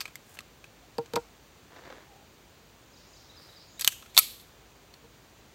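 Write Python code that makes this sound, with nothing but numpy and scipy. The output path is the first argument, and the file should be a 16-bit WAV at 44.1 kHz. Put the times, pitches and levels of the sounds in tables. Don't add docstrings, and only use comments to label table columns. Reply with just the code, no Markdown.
import sys
import numpy as np
from scipy import signal
from scipy.fft import rfft, irfft, next_fast_len
from scipy.io import wavfile
from scipy.ndimage import uniform_filter1d, minimum_filter1d

SR = 44100
rng = np.random.default_rng(int(sys.argv[2]) if len(sys.argv) > 2 else 0)


def master(y):
    cut = np.clip(np.atleast_2d(y).T, -1, 1)
    pcm = np.round(cut * 32767)
    wavfile.write(sys.argv[1], SR, pcm.astype(np.int16))


N = 244547
T = np.arange(N) / SR
CUTOFF_HZ = 15850

# frequency in Hz, relative spectral density in dB.
STEEL = [(100, -32.5), (300, -25.5), (750, -13), (1100, -15.5), (1900, -6), (2800, -1.5), (4300, -1.5),
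         (6200, -3), (8000, 1), (9600, -7), (11500, -2), (14300, -4), (15800, -17.5)]
# frequency in Hz, relative level in dB.
BANK = [(200, -24), (1000, -9), (1800, -6), (2500, 0), (4500, -4), (7000, 2), (10000, -1), (15000, -1)]
# delay in seconds, length in seconds, start in Hz, end in Hz,
# level in dB re the syllable.
WHISTLE = [(0, 0.046, 6780, 6800, -1.5)]
SWOOP = [(0, 0.017, 6750, 5850, -5.5), (.019, .023, 5350, 4550, 0), (.041, .022, 3700, 4080, -2.5),
         (.057, 0.0153, 4200, 5150, -1.5), (.078, .06, 5650, 5580, -10)]
PIP_AND_SLUR = [(0, .028, 3730, 4020, -1.7), (.072, .036, 5300, 4380, -0.25)]
UPSLUR = [(0, 0.052, 3400, 4500, 0)]


def from_db(db):
    return 10 ** (np.asarray(db) / 20)


def rms_one(x):
    return x / np.sqrt(np.mean(x ** 2) + 1e-20)


def add(out, start_s, sound):
    at = max(round(start_s * SR), 0)
    out[at:at + len(sound)] += sound[:N - at]


def bins(size):
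    return np.maximum(np.arange(size // 2 + 1) * SR / size, 1)


def at_hz(points, hz):
    knots_hz, db = np.transpose(points)
    return np.interp(np.log(hz), np.log(knots_hz), db)


def humps(modes, hz):
    return sum(db / (1 + (2 * (hz - centre_hz) / width_hz) ** 2) for centre_hz, width_hz, db in modes)


def colour(x, db_at):
    size = 2 * next_fast_len(len(x))
    gain = rms_one(from_db(db_at(bins(size))))
    cepstrum = irfft(np.log(gain))
    cepstrum[1:size // 2] *= 2
    cepstrum[size // 2 + 1:] = 0
    response = np.exp(rfft(cepstrum))
    return irfft(rfft(x, size) * response)[:len(x)]


def fade(t, t60_s):
    return np.exp(-np.log(1000) * t / t60_s)


def ring(hz, t60_s):
    t = T[:SR // 3]
    return np.sin(2 * np.pi * hz * t) * fade(t, t60_s)


def air(level_db=-56):
    # frequency in Hz, relative spectral density in dB.
    air_spectrum = [(15, -32.5), (25, -12.5), (44, -7.5), (75, -1), (144, -2), (173, -4.5), (433, -6.5),
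                    (469, -6.5), (522, -8), (2000, -15), (2620, -15), (5420, -18.5), (7100, -19),
                    (9540, -25), (15500, -21.5)]
    # centre in Hz, width in Hz, lift in dB.
    hiss_shape = [(28.2, 19, -14), (51.1, 8.8, 14), (5280, 170, -9.5), (7800, 260, -6), (9370, 900, -6),
                  (11890, 1500, -13.5), (15070, 2000, -1.5)]
    noise = rng.standard_normal(N)
    sound = colour(noise, lambda hz: at_hz(air_spectrum, hz) + humps(hiss_shape, hz))
    return from_db(level_db) * rms_one(sound)


def clack(db, bright_db_oct, t60_s, part_hz):
    # centre in Hz, width in Hz, lift in dB.
    steel_modes = [(1069, 120, 8.5), (1280, 68, 7), (1617, 90, 6.5), (2480, 750, 2), (2812, 120, -17.5),
                   (3620, 260, 2.5), (4300, 99, 4), (4980, 150, -0.5), (5830, 160, 5.5), (6250, 160, 5),
                   (7700, 140, 1), (9000, 160, -2), (10370, 300, -20), (13190, 550, -1), (14800, 509, 9.5)]
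    part_width, part_db = 0.17, 12.5
    linger_db, linger_t60_s = -14.0, 0.043
    t = T[:SR // 8]
    chatter = fade(t, t60_s) + from_db(linger_db) * fade(t, linger_t60_s)
    force = rng.choice([-1, 1], len(t)) * chatter
    modes = steel_modes + [(part_hz, part_width * part_hz, part_db)]

    def spectrum_db(hz):
        return at_hz(STEEL, hz) + humps(modes, hz) + bright_db_oct * np.log2(1 + hz / 1000)

    return from_db(db) * rms_one(colour(force, spectrum_db)) * np.std(force)


def after_ring(db, bright_db_oct, chatter_t60_s):
    # frequency in Hz,
    # level in dB re the contact at the reference chatter (before brightness tilt), t60 in seconds.
    ringing = [(130.1, -40, .012), (340, -33, .018), (560, -29, .014), (4436, -23.5, .06),
               (8080, -29, 0.13), (8060, -26, .08), (11260, -18, 0.063), (11430, -17, 0.039),
               (11740, -36, .11)]
    reference_chatter_s = 0.021
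    pivot_hz = 4960
    modes = np.zeros(SR // 3)
    for hz, mode_db, t60_s in ringing:
        tilt_db = bright_db_oct * np.log2(1 + hz / pivot_hz) - bright_db_oct
        modes += from_db(mode_db + tilt_db) * ring(hz, t60_s)
    return from_db(db) * np.sqrt(chatter_t60_s / reference_chatter_s) * modes


def pistol():
    # start in seconds, level in dB, brightness in dB per octave, chatter t60 in seconds,
    # ring of the struck part in Hz.
    contacts = [ (.0055, -30.5, -3, 0.068, 4770), (.013, -28.5, -5.5, 0.0078, 2600),
                (0.055, -32.5, -9, 0.026, 2450), (.078, -46, -8, .045, 2380),
                (.156, -31.5, -3, 0.0073, 2060), (.371, -47, -12, 0.043, 2900),
                (.389, -31, -7.5, 0.011, 2800), (.406, -42, -4.5, 0.012, 1200),
                (.642, -40.5, -8, 0.015, 2580), (1.059, -48.5, -9, .025, 6700),
                (3.7948, -34.5, 0, 0.056, 2500), (3.810, -26, 0, 0.041, 10500),
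                (3.8194, -29.5, -4, 0.03, 4800), (3.8463, -15, -0.5, 0.0086, 3610),
                (3.868, -33.5, -4, 0.0091, 8540), (3.876, -6.5, -1, 0.0095, 2860),
                (3.922, -42.5, -5, .03, 1620), (4.024, -45, -11.5, 0.024, 1300),
                (4.06, -48.5, -7.5, .03, 1400), (4.1467, -40, -3.5, 0.021, 2250),
                (4.1677, -15.5, -5, 0.012, 3810), (4.1767, 5.5, -1, 0.0039, 4477),
                (4.185, -14, -2.5, 0.024, 1280), (4.1893, -6, 7, 0.015, 11250), (4.194, -20, 0, .014, 2300),
                (4.939, -46, -7, 0.028, 4460)]
    out = np.zeros(N)
    for start_s, db, bright_db_oct, t60_s, part_hz in contacts:
        add(out, start_s, clack(db, bright_db_oct, t60_s, part_hz))
        add(out, start_s, after_ring(db, bright_db_oct, t60_s))
    return out


def scatter(x, rise_s, t60_s, count):
    size = next_fast_len(N + SR, True)
    t, hz = T[:SR], bins(size)
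    arrivals = ((1 - np.exp(-(t / rise_s) ** 2)) * fade(t, t60_s)) ** 2
    spread = rfft(arrivals / arrivals.sum(), size)
    sound = rfft(x, size)
    noise = rfft(rng.standard_normal(size))
    out = np.zeros(N)
    edges_hz = np.linspace(np.sqrt(100), np.sqrt(CUTOFF_HZ), count + 1) ** 2
    for low, high in zip(edges_hz, edges_hz[1:]):
        centre = (low + high) / 2
        band = np.cos(np.pi / 2 * np.clip((hz - centre) / (high - low), -1, 1))
        energy = irfft(sound * band, size) ** 2
        power = irfft(rfft(energy) * spread, size)[:N]
        carrier = rms_one(irfft(noise * band, size)[:N])
        out += from_db(at_hz(BANK, centre)) * np.sqrt(np.abs(power)) * carrier
    return out


def far_echo(x, delay_s, smear_t60_s):
    out, t = np.zeros(N), T[:SR // 8]
    smear = rng.standard_normal(len(t)) * fade(t, smear_t60_s)
    smear = smear / np.sqrt(np.sum(smear ** 2))
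    add(out, delay_s, signal.fftconvolve(x, smear))
    return out


def strokes(rows, attack_s, release_t60_s):
    pressure = np.zeros(N)
    for start_s, length_s, db, swell_db in rows:
        onset = np.clip(1 + (T - start_s) / attack_s, 0, 1)
        to_go = np.clip(1 - (T - start_s) / length_s, 0, 1)
        release = fade(np.maximum(T - start_s - length_s, 0), release_t60_s)
        pressure += onset * from_db(db - swell_db * to_go) * release
    return pressure


def friction(pressure, spectrum, slips_per_s, slip_db, slip_t60_s=.009):
    slips = (rng.random(N) < slips_per_s / SR) * (1 + rng.random(N))
    slip_energy = signal.fftconvolve(slips, fade(T[:SR // 20], slip_t60_s) ** 2)[:N]
    surges = rms_one(np.sqrt(np.abs(slip_energy)))
    force = rng.standard_normal(N) * (1 + from_db(slip_db) * surges)
    return pressure * rms_one(colour(force, lambda hz: at_hz(spectrum, hz)))


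def polished_glide():
    # start in seconds, length in seconds, final level in dB, swell over the stroke in dB.
    glide_rows = [(.255, 0.11, -54.5, 10.5), (3.38, 0.17, -65, 1)]
    # frequency in Hz, relative spectral density in dB.
    glide_colour = [(2000, -5), (5000, -11), (7500, -4), (11000, -9), (15000, -7)]
    pressure = strokes(glide_rows, attack_s=.03, release_t60_s=0.055)
    return friction(pressure, glide_colour, slips_per_s=250, slip_db=0.0)


def glides(notes, waver_hz):
    out = np.zeros(N)
    for start_s, length_s, start_hz, end_hz, db in notes:
        u = np.linspace(0, 1, int(length_s * SR))
        waver = rms_one(uniform_filter1d(rng.standard_normal(SR // 2), size=150))[:len(u)]
        pitch_hz = start_hz + (end_hz - start_hz) * u + waver_hz * waver
        tone = np.sin(2 * np.pi * np.cumsum(pitch_hz) / SR)
        add(out, start_s, from_db(db) * np.sin(np.pi * u) * tone)
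    return out


def hoots():
    # start in seconds, length in seconds, start in Hz, end in Hz, level in dB.
    hoot_notes = [(.81, 0.074, 706, 724, -60), (2.02, 0.26, 800, 793, -58.5)]
    return glides(hoot_notes, waver_hz=49.0)


def thud():
    level_db, t60_s, upper_hz = -6.5, 0.042, 1350
    t = T[:SR // 3]
    lowpass = signal.butter(2, upper_hz, fs=SR, output="sos")
    dull = signal.sosfilt(lowpass, rng.standard_normal(len(t)))
    return from_db(level_db) * rms_one(dull) * fade(t, t60_s)


def table():
    # start in seconds, level in dB, contact softness in ms, level of the steel click in dB,
    # time until the hand damps the board in seconds.
    knocks = [(.9822, -22, 0.54, -32, 0.037), (1.1355, -21.5, 1.1, -32, 0.074),
              (1.1575, -27.5, 0.1, -25, 0.043), (1.1605, -19.5, .32, -25.5, 0.024),
              (1.171, -27, 0.099, -43, 0.03), (5.04, -42, 1.4, -69, .036)]
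    # frequency in Hz, level in dB re the knock, undamped t60 in seconds.
    wood = [(129, -12.5, 0.14), (156, -8, 0.047), (266, -4, 0.023), (316, -18, 0.25), (466, 0, 0.37),
            (580, 0, 0.019), (650, -10, 0.056), (804, -4, 0.096), (930, -2.5, 0.12), (1038, -11, 0.06),
            (1246, -3, 0.019), (1390, -10.5, 0.11), (2030, -26, 0.045)]
    click_bright_db_oct, click_t60_s, click_hz = -4, 0.0094, 4670
    board_lag_s = 0.001215
    thud_hz = 1350 / 2
    out = np.zeros(N)
    for start_s, db, soft_ms, click_db, damping_s in knocks:
        def passed(hz):
            return 1 / (1 + (2 * hz * soft_ms / 1000) ** 2)

        knock = passed(thud_hz) * thud()
        for k, (hz, mode_db, t60_s) in enumerate(wood):
            knock = knock + (-1) ** k * from_db(mode_db) * passed(hz) * ring(hz, t60_s)
        add(out, start_s, clack(click_db, click_bright_db_oct, click_t60_s, click_hz))
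        damping = np.exp(-(T[:len(knock)] / damping_s) ** 2)
        add(out, start_s + board_lag_s, from_db(db) * knock * damping)
    highpass = signal.butter(4, 113.0, "high", fs=SR, output="sos")
    return signal.sosfilt(highpass, out + 1e-18)


def grip_rub():
    # start in seconds, length in seconds, final level in dB, swell over the stroke in dB.
    rub_rows = [(1.715, 0.06, -49.5, 9), (1.85, 0.073, -48, 6.5), (3.35, 0.15, -62, 0)]
    # frequency in Hz, relative spectral density in dB.
    rub_colour = [(120, -40), (200, -11), (233, -10), (521, -3), (1290, -8.5), (1870, -8), (3070, -20.5),
                  (3590, -15.5), (8000, -33.5), (10400, -58), (17600, -120)]
    pressure = strokes(rub_rows, attack_s=.025, release_t60_s=0.48)
    return friction(pressure, rub_colour, slips_per_s=120, slip_db=-1.0)


def bird(wet_db=5.0):
    # start in seconds, syllable, level in dB.
    song_rows = [(2.76, WHISTLE, -74), (2.885, WHISTLE, -71), (2.912, SWOOP, -57.5), (3.06, WHISTLE, -63),
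                 (3.108, SWOOP, -56), (3.289, PIP_AND_SLUR, -51), (3.484, PIP_AND_SLUR, -51.5),
                 (3.67, WHISTLE, -60.5), (3.765, UPSLUR, -53.5), (4.078, UPSLUR, -61)]
    notes = []
    for start_s, syllable, db in song_rows:
        for delay_s, length_s, start_hz, end_hz, note_db in syllable:
            notes.append((start_s + delay_s, length_s, start_hz, end_hz, db + note_db))
    song = glides(notes, waver_hz=55.0)
    return song + from_db(wet_db) * scatter(song, rise_s=0.027, t60_s=.7, count=32)


def rails():
    # start in seconds, length in seconds, final level in dB, swell over the stroke in dB.
    rail_rows = [(3.8, .065, -44.5, 11.5), (4.148, 0.022, -37.5, 22)]
    pressure = strokes(rail_rows, attack_s=0.011, release_t60_s=.15)
    return friction(pressure, STEEL, slips_per_s=1300, slip_db=1.0)


def scene():
    steel = pistol() + rails()
    near = steel + table() + grip_rub() + polished_glide()
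    tail = from_db(-23.5) * scatter(near, rise_s=0.024, t60_s=0.51, count=28)
    thrown = colour(steel, lambda hz: at_hz(BANK, hz))
    bank_echo = from_db(-27.5) * far_echo(thrown, delay_s=0.042, smear_t60_s=0.1)
    edge_echo = from_db(-46.5) * far_echo(thrown, delay_s=.22, smear_t60_s=.08)
    behind = bird() + hoots() + air()
    return (near + tail + bank_echo + edge_echo + behind)[None]


def record(dry, limit=2.3, ceiling=1.0):
    gain = limit / np.maximum(np.abs(dry), limit)
    gain = uniform_filter1d(minimum_filter1d(gain, size=31), size=31)
    clipped = np.clip(gain * dry, -ceiling, ceiling)
    lowpass = signal.ellip(10, .1, 80, CUTOFF_HZ, fs=SR, output="sos")
    return signal.sosfilt(lowpass, clipped)


dry = scene()
out = record(dry)
master(out)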